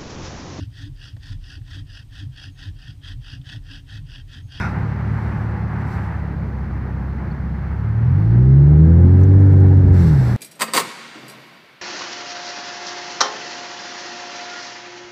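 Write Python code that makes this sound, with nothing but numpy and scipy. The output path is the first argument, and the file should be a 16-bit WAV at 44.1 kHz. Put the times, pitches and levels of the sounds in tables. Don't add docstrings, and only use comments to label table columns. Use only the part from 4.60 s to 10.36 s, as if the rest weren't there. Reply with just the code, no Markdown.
import sys
import numpy as np
from scipy import signal
from scipy.fft import rfft, irfft, next_fast_len
from scipy.io import wavfile

SR = 44100
rng = np.random.default_rng(int(sys.argv[2]) if len(sys.argv) > 2 else 0)


def inscribe(sig):
    pcm = np.round(np.clip(np.atleast_2d(sig).T, -1, 1) * 32767)
    wavfile.write(sys.argv[1], SR, pcm.astype(np.int16))


N = 254148
TIME = np.arange(N) / SR

# time in seconds, firing rate in Hz, pulse strength in dB.
ENGINE_RUN = [(0, 35.4, -14.5), (.6, 36.44, -13.5), (1.3, 36.22, -14.5), (2.05, 32.52, -14.5),
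              (2.6, 32.89, -14), (3.14, 33.06, -12), (3.24, 36.01, -11), (3.43, 38.38, -9.5),
              (3.5, 42.33, -5), (3.61, 52.43, -8), (3.83, 63.11, -6), (4.12, 74.26, -3.5),
              (4.28, 81.44, -2.5), (4.56, 91.65, -3.5), (4.68, 95.5, -4), (4.81, 97.32, -4),
              (5.04, 94.36, -3), (5.29, 92.96, -4), (5.41, 88.5, -5), (5.61, 63.7, -13), (5.76, 57.4, -18)]
# firing-rate multiple, level in dB.
PULSE_MULTIPLES = [(.5, -16), (1, 1), (1.5, -12.5), (2, -4.5), (2.5, -16.5), (3, -9), (3.5, -28),
                   (4, -16.5), (4.5, -23.5), (5, -19.5), (6, -19.5)]
# frequency in Hz, gain in dB.
CABIN_RESPONSE = [(35, -42.5), (55, -17.5), (70, -11.5), (95, -5), (115, 1), (135, -3.25), (155, -3.5),
                  (175, -9), (195, -18), (225, -18.5), (245, -23.5), (270, -12), (300, -11.5), (345, -9.5),
                  (390, -10), (440, -18), (490, -13.5), (580, -29)]
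# firing rate in Hz, gain of the second multiple in dB, gain of the third in dB.
INTERFERENCE = [(32.86, 5, -8), (37.4, -3, 0.4), (40, -0.5, 2), (58.8, -0.5, 1), (66, 3.5, 9.5),
                (70, 2.5, -17), (77, 1.5, -20.5), (81.18, -0.5, 11.5), (85, -1.5, 0), (91.22, -3.5, -0.3),
                (94.2, -4, 1), (93, -10, -0.1)]

# time in seconds, pitch in Hz, level in dB.
TURBO_TRACK = [(4.1, 6500, -95), (4.25, 7200, -79), (4.5, 8600, -77.5), (4.65, 10600, -76),
               (5.3, 11300, -76), (5.4, 11000, -95)]
COMPRESSOR_TRACK = [(4.13, 10600, -100), (4.2, 11300, -81), (4.27, 12200, -80), (4.36, 12900, -81),
                    (4.45, 13200, -100)]
SQUEAK_TRACK = [(2.7, 4450, -100), (2.711, 4450, -60), (2.728, 4450, -60), (2.745, 4450, -100)]

# start in seconds, level in dB, snap centre in Hz, relative ring gain in dB.
TRIM_TICKS = [(4.6125, -42, 6500, -16), (4.6355, -44, 6000, 0), (4.8045, -45.5, 8000, -20),
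              (4.865, -51, 3800, -12), (4.9305, -43.5, 4500, -12), (5.004, -47.5, 6500, -16)]
# frequency in Hz, relative level in dB, seconds to fall by 60 dB.
TRIM_MODES = [(6000, 12, 0.0078), (4580, -11.5, .008), (8600, -13, 0.0071)]

# time in seconds, speed in metres a second.
ROAD_SPEED = [(0, 3.6), (3.3, 2.33), (3.8, 4.6), (4.5, 6.64), (5.2, 7.5), (5.76, 6.74)]
# peak time in seconds, level in dB, half length in seconds.
ROAD_BUMPS = [(2.0, -42, .2), (3.5, -37.5, .1), (4.9, -24.5, .15), (5.35, -22.5, .2)]
# peak time in seconds, roar in dB, bright hiss in dB, half length in seconds.
PASSING_CARS = [(0, -30.5, -59, 0.12), (0.667, -39, -63.5, 0.18), (1.361, -38, -61, 0.16),
                (2.624, -42.5, -76, .05)]

# frequency in Hz, relative spectral density in dB.
INTAKE_SPECTRUM = [(2600, -0.5), (4400, 0), (6800, -7), (8300, -8), (9200, -14.5), (11200, -8.5),
                   (13000, -19.5), (15700, -25.5)]
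GUSH_SPECTRUM = [(2600, -1.5), (3000, -5.5), (3600, -0.5), (4400, 0), (5000, -3.5), (5600, -2.5),
                 (6800, -11.5), (7600, -5), (8300, -8.5), (9200, -16.5), (10500, -9.5), (11600, -10.5),
                 (13500, -17), (15000, -12), (15700, -19)]
GUSH_BODY_SPECTRUM = [(900, -14), (1300, -3), (1700, 0.5), (2100, -4.5), (2700, -17.5), (4000, -50)]
SUSPENSION_SPECTRUM = [(15, -39.5), (30, -18), (45, 0.5), (62, 6), (85, 3.5), (120, -15.5), (200, -72)]
RUMBLE_SPECTRUM = [(40, -29), (60, -13), (85, 1.5), (120, -5), (160, 1), (210, 0), (260, -10.5), (330, -12),
                   (450, -18), (600, -21), (900, -36.5), (1500, -79.5)]
TYRE_SPECTRUM = [(450, -6.5), (600, -9.5), (780, 3), (900, -2), (1150, -13), (1400, -8), (1650, -8),
                 (1900, -13.5), (2300, -19), (3000, -44)]
STREET_SPECTRUM = [(240, -34.5), (400, -8), (454, -15.5), (482, -10.5), (534, -12), (607, -11), (824, 0),
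                   (1100, -5.5), (1200, -4.5), (1430, -6), (1650, -6), (2050, -10.5), (3050, -30),
                   (3960, -43), (6710, -120)]
RINGING_SPECTRUM = [(900, -22), (1250, -5), (1430, 6), (1700, -7), (2600, -9.5), (3100, -40), (3600, -17.5),
                    (4300, -32), (5600, -23), (6800, -37.5), (10000, -41), (12000, -57.5)]
VENT_SPECTRUM = [(2600, -2.5), (3000, -6), (3600, -8), (4400, -6.5), (5000, -12), (6200, -15),
                 (6800, -20.5), (7600, -21.5), (9200, -33), (12000, -38.5)]
TOP_HISS_SPECTRUM = [(7000, -9), (9200, -4), (11500, -0.5), (13500, -0.5), (15700, -4.5)]

# time in seconds, level in dB.
INTAKE_LEVEL = [(0, -77), (4.2, -78.5), (4.6, -69.5), (5.76, -71.5)]
STREET_LEVEL = [(0, -35.5), (1.62, -38.5), (1.68, -40.5), (3.77, -41.5), (3.85, -44), (5.25, -42.5),
                (5.76, -36)]
RINGING_LEVEL = [(0, -30), (.06, -32), (.15, -57), (5.76, -120)]
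VENT_LEVEL = [(0, -59), (.3, -60.5), (1, -62.5), (2, -64.5), (3.4, -64.5), (3.7, -61), (4.3, -61.5),
              (5.3, -59.5), (5.76, -66)]
TOP_HISS_LEVEL = [(0, -74), (3.3, -74.5), (3.7, -73), (4.201, -82.5), (4.7, -81), (5.3, -80.5), (5.76, -78)]

# frequency in Hz, share in dB.
DIFFUSE_SHARE = [(300, -56.5), (900, -26), (2500, -41), (3200, -18), (4500, -15), (6500, -14.5),
                 (9000, -12.5), (10500, -24.5), (16000, -25.5)]
# frequency in Hz, left minus right in dB.
CAPSULE_MISMATCH = [(60, -.2), (400, -.3), (1100, -.9), (2000, 0), (2700, -.3), (3800, -5), (5400, -10),
                    (6200, -8), (6950, 0), (7400, 1), (8200, 6.5), (8900, 4.5), (9300, 1.5), (10300, 0)]


def from_db(db):
    return 10 ** (np.asarray(db) / 20)


def power_sum(*dbs):
    return 10 * np.log10(sum(from_db(db) ** 2 for db in dbs))


def rms_one(x):
    return x / np.sqrt(np.mean(x ** 2) + 1e-20)


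def in_time(rows):
    seconds, *columns = np.transpose(rows)
    return [np.interp(TIME, seconds, column) for column in columns]


def at_hz(points, hz):
    points_hz, points_db = np.transpose(points)
    return np.interp(np.log(np.maximum(hz, 1)), np.log(points_hz), points_db)


def colour(x, gain_at):
    size = next_fast_len(N + SR // 10)
    return irfft(rfft(x, size) * gain_at(np.fft.rfftfreq(size, 1 / SR)), size)[..., :N]


def drift(rate_hz):
    stride, settle = 40, 2000
    pole = np.exp(-2 * np.pi * stride * rate_hz / SR)
    white = rng.standard_normal(N // stride + settle + 2)
    slow = signal.lfilter([1], [1, -2 * pole, pole * pole], white)[settle:]
    return np.interp(np.arange(N) / stride, np.arange(len(slow)), rms_one(slow))


def noise(spectrum, level_db, flicker_db, flicker_hz):
    def mid_side_gain(hz):
        db = at_hz(spectrum, hz) + at_hz(DIFFUSE_SHARE, hz) * [[0], [1]]
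        return from_db(db) * (hz > spectrum[0][0])

    mid, side = colour(rng.standard_normal((2, N)), mid_side_gain)
    stereo = (mid + side * [[1], [-1]]) / np.std(mid)
    return stereo * from_db(level_db + flicker_db * drift(flicker_hz))


def whistle(track, half_width_hz):
    hz, db = in_time(track)
    breath = signal.sosfilt(signal.butter(4, half_width_hz, fs=SR, output="sos"), rng.standard_normal(N))
    return from_db(db) * rms_one(breath * np.sin(2 * np.pi * np.cumsum(hz) / SR))


def swells(rows):
    return power_sum(*(db - 20 * np.log10(1 + ((TIME - s) / half_s) ** 2) for s, db, half_s in rows))


def engine():
    firing_hz, load_db = in_time(ENGINE_RUN)
    surge = np.interp(TIME, (3.35, 3.65, 4.25, 4.4), [0, 1, 1, 0])
    unequal_db = 1.23 - 9 * surge
    eased_db = np.interp(TIME, (4.6, 5.6), (0, 4))
    rates_hz, second_db, third_db = np.transpose(INTERFERENCE)
    interference_db = {2: np.interp(firing_hz, rates_hz, second_db) + eased_db,
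                       3: np.interp(firing_hz, rates_hz, third_db)}
    roughness = from_db(0.28 * (load_db.max() - load_db))
    jitter = .025 * roughness * drift(rate_hz=9)
    firing_phase = 2 * np.pi * np.cumsum(firing_hz) / SR + jitter
    out = np.zeros(N)
    for multiple, db in PULSE_MULTIPLES:
        is_half = multiple % 1 > 0
        edge_db = 0.32 * np.log2(multiple)
        source_db = load_db + db + edge_db + unequal_db * is_half
        seat_db = source_db + at_hz(CABIN_RESPONSE, multiple * firing_hz)
        seat_db += interference_db.get(multiple, 0)
        waver = roughness * np.sqrt(multiple)
        seat_db += 0.65 * waver * drift(rate_hz=7)
        phase = multiple * firing_phase + 0.09 * waver * drift(rate_hz=7)
        phase -= 0.45 * multiple ** 2
        phase += .045 * multiple * drift(rate_hz=35)
        phase += np.pi / 2 * is_half
        out += np.sqrt(2) * from_db(seat_db) * np.cos(phase)
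    return out


def turbo():
    return whistle(TURBO_TRACK, half_width_hz=850) + whistle(COMPRESSOR_TRACK, half_width_hz=450)


def rushing_air():
    shut_s, rise_s, fade_db_per_s = 5.326, .03, 2.5
    since_shut = np.maximum(TIME - shut_s, 1e-9)
    blow_off_db = -49.5 + 10 * np.log10(1 - np.exp(-since_shut / rise_s)) - fade_db_per_s * since_shut
    passing_db = swells((s, hiss_db, half_s) for s, _, hiss_db, half_s in PASSING_CARS)
    hiss = noise(GUSH_SPECTRUM, power_sum(passing_db, blow_off_db), flicker_db=1.5, flicker_hz=10)
    intake = noise(INTAKE_SPECTRUM, *in_time(INTAKE_LEVEL), flicker_db=0.3, flicker_hz=10)
    gush_body = noise(GUSH_BODY_SPECTRUM, blow_off_db + 7.5, flicker_db=0.6, flicker_hz=10)
    return hiss + intake + gush_body


def rolling():
    speed_db = 20 * np.log10(in_time(ROAD_SPEED)[0])
    thump_db = power_sum(-55.5 + 1.5 * speed_db, swells(ROAD_BUMPS))
    thump = noise(SUSPENSION_SPECTRUM, thump_db, flicker_db=2.5, flicker_hz=5)
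    rumble = noise(RUMBLE_SPECTRUM, -37.5 + 0.95 * speed_db, flicker_db=0.54, flicker_hz=8.6)
    tyres = noise(TYRE_SPECTRUM, -74.5 + 1.995 * speed_db, flicker_db=1.8, flicker_hz=8)
    return thump + rumble + tyres


def street():
    passing_db = swells((s, roar_db, half_s) for s, roar_db, _, half_s in PASSING_CARS)
    level_db = power_sum(*in_time(STREET_LEVEL), passing_db)
    return noise(STREET_SPECTRUM, level_db, flicker_db=0.92, flicker_hz=8)


def trim():
    rise_s, snap_decay_s, half_width_octaves = 0.00075, 0.0017, 1.1
    out, t = np.zeros(N), np.arange(SR // 20) / SR
    attack = 1 - np.exp(-t / rise_s)
    ring = sum(from_db(db - 60 * t / t60) * np.sin(2 * np.pi * hz * t) for hz, db, t60 in TRIM_MODES)
    for start_s, db, centre_hz, ring_db in TRIM_TICKS:
        edges_hz = np.minimum(centre_hz * 2.0 ** (half_width_octaves * np.array([-1, 1])), SR * .45)
        band = signal.lfilter(*signal.butter(1, edges_hz, "band", fs=SR), rng.standard_normal(len(t)))
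        snap = rms_one(band) * np.exp(-t / snap_decay_s)
        start = round(start_s * SR)
        out[start:start + len(t)] += from_db(db) * (snap + from_db(ring_db) * ring) * attack
    return out


def squeak():
    return whistle(SQUEAK_TRACK, half_width_hz=15)


def ringing_hiss():
    return noise(RINGING_SPECTRUM, *in_time(RINGING_LEVEL), flicker_db=1.0, flicker_hz=9)


def cabin_air():
    vents = noise(VENT_SPECTRUM, *in_time(VENT_LEVEL), flicker_db=0.26, flicker_hz=9)
    top_hiss = noise(TOP_HISS_SPECTRUM, *in_time(TOP_HISS_LEVEL), flicker_db=0.2, flicker_hz=9)
    return vents + top_hiss


def scene():
    wash = street() + rushing_air() + ringing_hiss() + cabin_air()
    centred = turbo() + squeak() + trim() + engine()
    return wash + centred + rolling()


def record(dry):
    ceiling, cutoff_hz = 2.1, 15730
    capsules = colour(dry, lambda hz: from_db(at_hz(CAPSULE_MISMATCH, hz) / 2 * [[1], [-1]]))
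    rounded = ceiling * np.tanh(capsules / ceiling)
    return signal.sosfilt(signal.ellip(12, .5, 60, cutoff_hz, fs=SR, output="sos"), rounded)


dry = scene()
out = record(dry)
inscribe(out)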